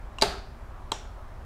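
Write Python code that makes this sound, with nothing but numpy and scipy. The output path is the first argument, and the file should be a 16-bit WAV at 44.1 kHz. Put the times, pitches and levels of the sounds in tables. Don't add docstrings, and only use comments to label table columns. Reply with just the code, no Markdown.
import sys
import numpy as np
from scipy import signal
from scipy.fft import rfft, irfft
from scipy.io import wavfile
from scipy.ndimage import uniform_filter1d

SR = 44100
rng = np.random.default_rng(int(sys.argv[2]) if len(sys.argv) > 2 else 0)


def transcribe(signal):
    frames = np.atleast_2d(signal).T
    limited = np.clip(frames, -1, 1)
    pcm = np.round(limited * 32767).astype(np.int16)
    wavfile.write(sys.argv[1], SR, pcm)


N = 63945

# hz, density_db (per Hz)
AIR_SPECTRUM = [(8.8, -33), (15, -3.5), (47, -2.5), (70, -10), (122, -17), (173, -29.5), (239, -22),
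                (268, -31.5), (380, -26.5), (453, -31.5), (624, -26), (1090, -27.5), (2840, -46),
                (14500, -62.5), (15800, -63)]
AIR_DB = -40.5
PATCH_DB = 0.97

# hz, t60_s, up_db, down_db
FRAME_MODES = [(122.6, 0.56, -40.5, -68), (397, 0.64, -41, -50), (664, 0.37, -44, -54),
               (4770, .55, -55, -70), (5660, 0.28, -58, -47)]

# hz, t60_s
GARAGE_DECAY = [(150, 0.55), (500, 0.55), (1500, .5), (3000, 0.44), (4600, 0.49), (6000, 0.44), (9000, .33),
                (14000, 0.33)]
# hz, density_db (per Hz)
ECHO_UP_COLOUR = [(90, -30), (150, -6), (300, -15), (395, -1.5), (510, -10), (670, -2), (880, -6.5),
                  (980, -15), (1300, -9), (1900, -14), (3300, -13.5), (4050, -11), (4750, -11),
                  (5400, -20.5), (8500, -23), (12500, -32.5), (15000, -43)]
# hz, density_db (per Hz)
ECHO_DOWN_COLOUR = [(180, -25), (390, -5), (520, -6.5), (870, -1), (1050, -9), (1550, -9.5), (2000, -13.5),
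                    (3250, -8), (3900, -12), (4800, -19), (5650, -8.5), (6100, -15.5), (7100, -11),
                    (8500, -19.5), (12800, -37), (15500, -43)]
ECHO_TICK_DB, ECHO_UP_DB, ECHO_DOWN_DB = -50, -25.5, -38.5
BUILD_S = 0.0029

# start_s, edge_db, weight_db (both relative)
TICK_CONTACTS = [(.1850, -28.5, -27), (.1893, -59, -41)]
# start_s, edge_db, weight_db (both relative)
UP_CONTACTS = [(0.2133, -15.5, -31), (0.218, -33, -29), (.2206, -6.5, -23), (0.2223, -4.5, -8.5),
               (0.2239, -12.5, -23.5), (0.2257, -11, -8.5), (0.2302, -45, -17), (0.2328, -20, -16.5)]
# start_s, edge_db, weight_db (both relative)
DOWN_CONTACTS = [(.9180, -11.5, -22), (.9194, -30, -25.5), (.9204, -37, -16), (.9213, -30, -22.5),
                 (0.9246, -36, -25)]
# start_s, edge_db, weight_db (both relative)
SETTLE_CONTACTS = [(.3070, -42, -26.5), (.3230, -50, -29), (.3370, -50, -30), (.3520, -52, -34),
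                   (.3670, -52, -36), (0.382, -39, -33.5)]
# hz, t60_s, tick_db, up_db, down_db, settle_db
PEDAL_MODES = [(255, 0.058, -20, -11, -17.5, -13), (407.7, 0.084, -19.5, -5, -5, -13),
               (605, 0.051, -28, -15, -11, -14), (702.5, 0.036, -14, -1, -13, -8),
               (892, .05, -8, 0, -1, -10), (1053, 0.034, 3.5, -12, 1.5, -5.5),
               (1298, .04, -16, -12, -7.5, -0.5), (1570, .03, -21, -6, -24, -6),
               (2218, .03, -18, -9, -17, 1), (2800, 0.031, 7, -10.5, -15, -6),
               (3240, 0.039, -24, -9.5, -2.5, -10), (3940, 0.021, -9, -6, -2.5, -14),
               (4030, 0.024, -15, -3.5, -9.5, -14), (4670, 0.024, -20, -1.5, -13, -24),
               (5160, .015, -16, -10, -26, -20), (6580, 0.015, -10, -11.5, -13, -24),
               (7400, 0.017, -22, -12.5, -8, -24), (7850, 0.011, -14.5, -11, -13, -26),
               (9450, .01, -24, -13.5, -26, -30)]
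SPLIT_HZ = 2000
# hz, gain_db
CRACK_SPECTRUM = [(500, -36), (2000, -28), (5000, -5), (7600, -2), (8400, -9), (12000, -16), (16000, -31)]
CRACK_DB, CRACK_T60_S = -4, 0.014
RISE_S = 0.00038
TICK_SEATS_S, UP_SEATS_S, DOWN_SEATS_S = 0.1912, 0.2273, 0.9233
CHOKE_DB, CHOKE_S = -10, 0.00099

EDGE_HZ = 15700


def amp(db):
    return 10 ** (np.asarray(db) / 20)


def read(points, hz):
    point_hz, value = np.transpose(points)
    return np.interp(np.log(hz + 1), np.log(point_hz + 1), value)


def coloured(x, points):
    gain = amp(read(points, np.fft.rfftfreq(len(x), 1 / SR)))
    return irfft(rfft(x) * gain, len(x))


def add(mix, start_s, sound):
    part = mix[round(start_s * SR):][:len(sound)]
    part += sound[:len(part)]


def ring(hz, t60_s, level_db, t):
    return amp(level_db - 60 * t / t60_s) * np.sin(2 * np.pi * hz * t)


def air():
    frames, hz = N // 1024 + 6, np.fft.rfftfreq(4096, 1 / SR)
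    real, imag, patches = rng.standard_normal((frames, 2049, 3)).T
    patches = uniform_filter1d(patches, size=40, axis=0)
    patches = uniform_filter1d(patches, size=4, axis=1)
    level_db = read(AIR_SPECTRUM, hz)[:, None] + PATCH_DB * patches / patches.std()
    spectrum = (real + 1j * imag) * amp(level_db)
    noise = signal.istft(spectrum, nperseg=4096, noverlap=3072)[1][:N]
    return amp(AIR_DB) * noise / noise.std()


def garage(start_s, colour, level_db):
    wash = coloured(rng.standard_normal(SR), colour)
    hz, t, bands = signal.stft(wash / wash.std(), SR, nperseg=256)
    decay = amp(level_db - 60 * t / read(GARAGE_DECAY, hz)[:, None])
    tail = signal.istft(bands * decay, SR, nperseg=256)[1]
    build_up = np.minimum(np.arange(len(tail)) / SR / BUILD_S, 1)
    out = np.zeros(N)
    add(out, start_s, tail * build_up)
    return out


def frame():
    out, t = np.zeros(N), np.arange(SR // 2) / SR
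    up = sum(ring(hz, t60_s, up_db, t) for hz, t60_s, up_db, _ in FRAME_MODES)
    down = sum(ring(hz, t60_s, down_db, t) for hz, t60_s, _, down_db in FRAME_MODES)
    add(out, UP_CONTACTS[2][0], up)
    add(out, DOWN_CONTACTS[0][0], down)
    return out


def contacts(rows, level_column, seats_s=0):
    out, t = np.zeros(N), np.arange(6000) / SR
    for start_s, edge_db, weight_db in rows:
        crack_decay = amp(edge_db + CRACK_DB - 60 * t / CRACK_T60_S)
        crack = coloured(rng.standard_normal(len(t)), CRACK_SPECTRUM) * crack_decay
        modes = np.zeros(len(t))
        for mode in PEDAL_MODES:
            hz, t60_s = mode[:2]
            drive_db = edge_db if hz > SPLIT_HZ else weight_db
            modes += ring(hz, t60_s, mode[level_column] + drive_db, t)
        onset = 1 - np.exp(-t / RISE_S)
        seated = np.clip((start_s + t - seats_s) / CHOKE_S, 0, 1) * (start_s < seats_s)
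        add(out, start_s, (crack + modes / 2) * onset * amp(CHOKE_DB * seated))
    return out


def scene():
    echoes = (garage(TICK_CONTACTS[0][0], ECHO_DOWN_COLOUR, ECHO_TICK_DB)
              + garage(UP_CONTACTS[2][0], ECHO_UP_COLOUR, ECHO_UP_DB)
              + garage(DOWN_CONTACTS[0][0], ECHO_DOWN_COLOUR, ECHO_DOWN_DB))
    pedal = (contacts(TICK_CONTACTS, level_column=2, seats_s=TICK_SEATS_S)
             + contacts(UP_CONTACTS, level_column=3, seats_s=UP_SEATS_S)
             + contacts(DOWN_CONTACTS, level_column=4, seats_s=DOWN_SEATS_S)
             + contacts(SETTLE_CONTACTS, level_column=5))
    return (air() + echoes + frame() + pedal)[None]


def record(dry):
    low_pass = signal.firwin(511, EDGE_HZ, window=("kaiser", 9), fs=SR)
    return signal.oaconvolve(dry, low_pass[None], "same")


dry = scene()
out = record(dry)
transcribe(out)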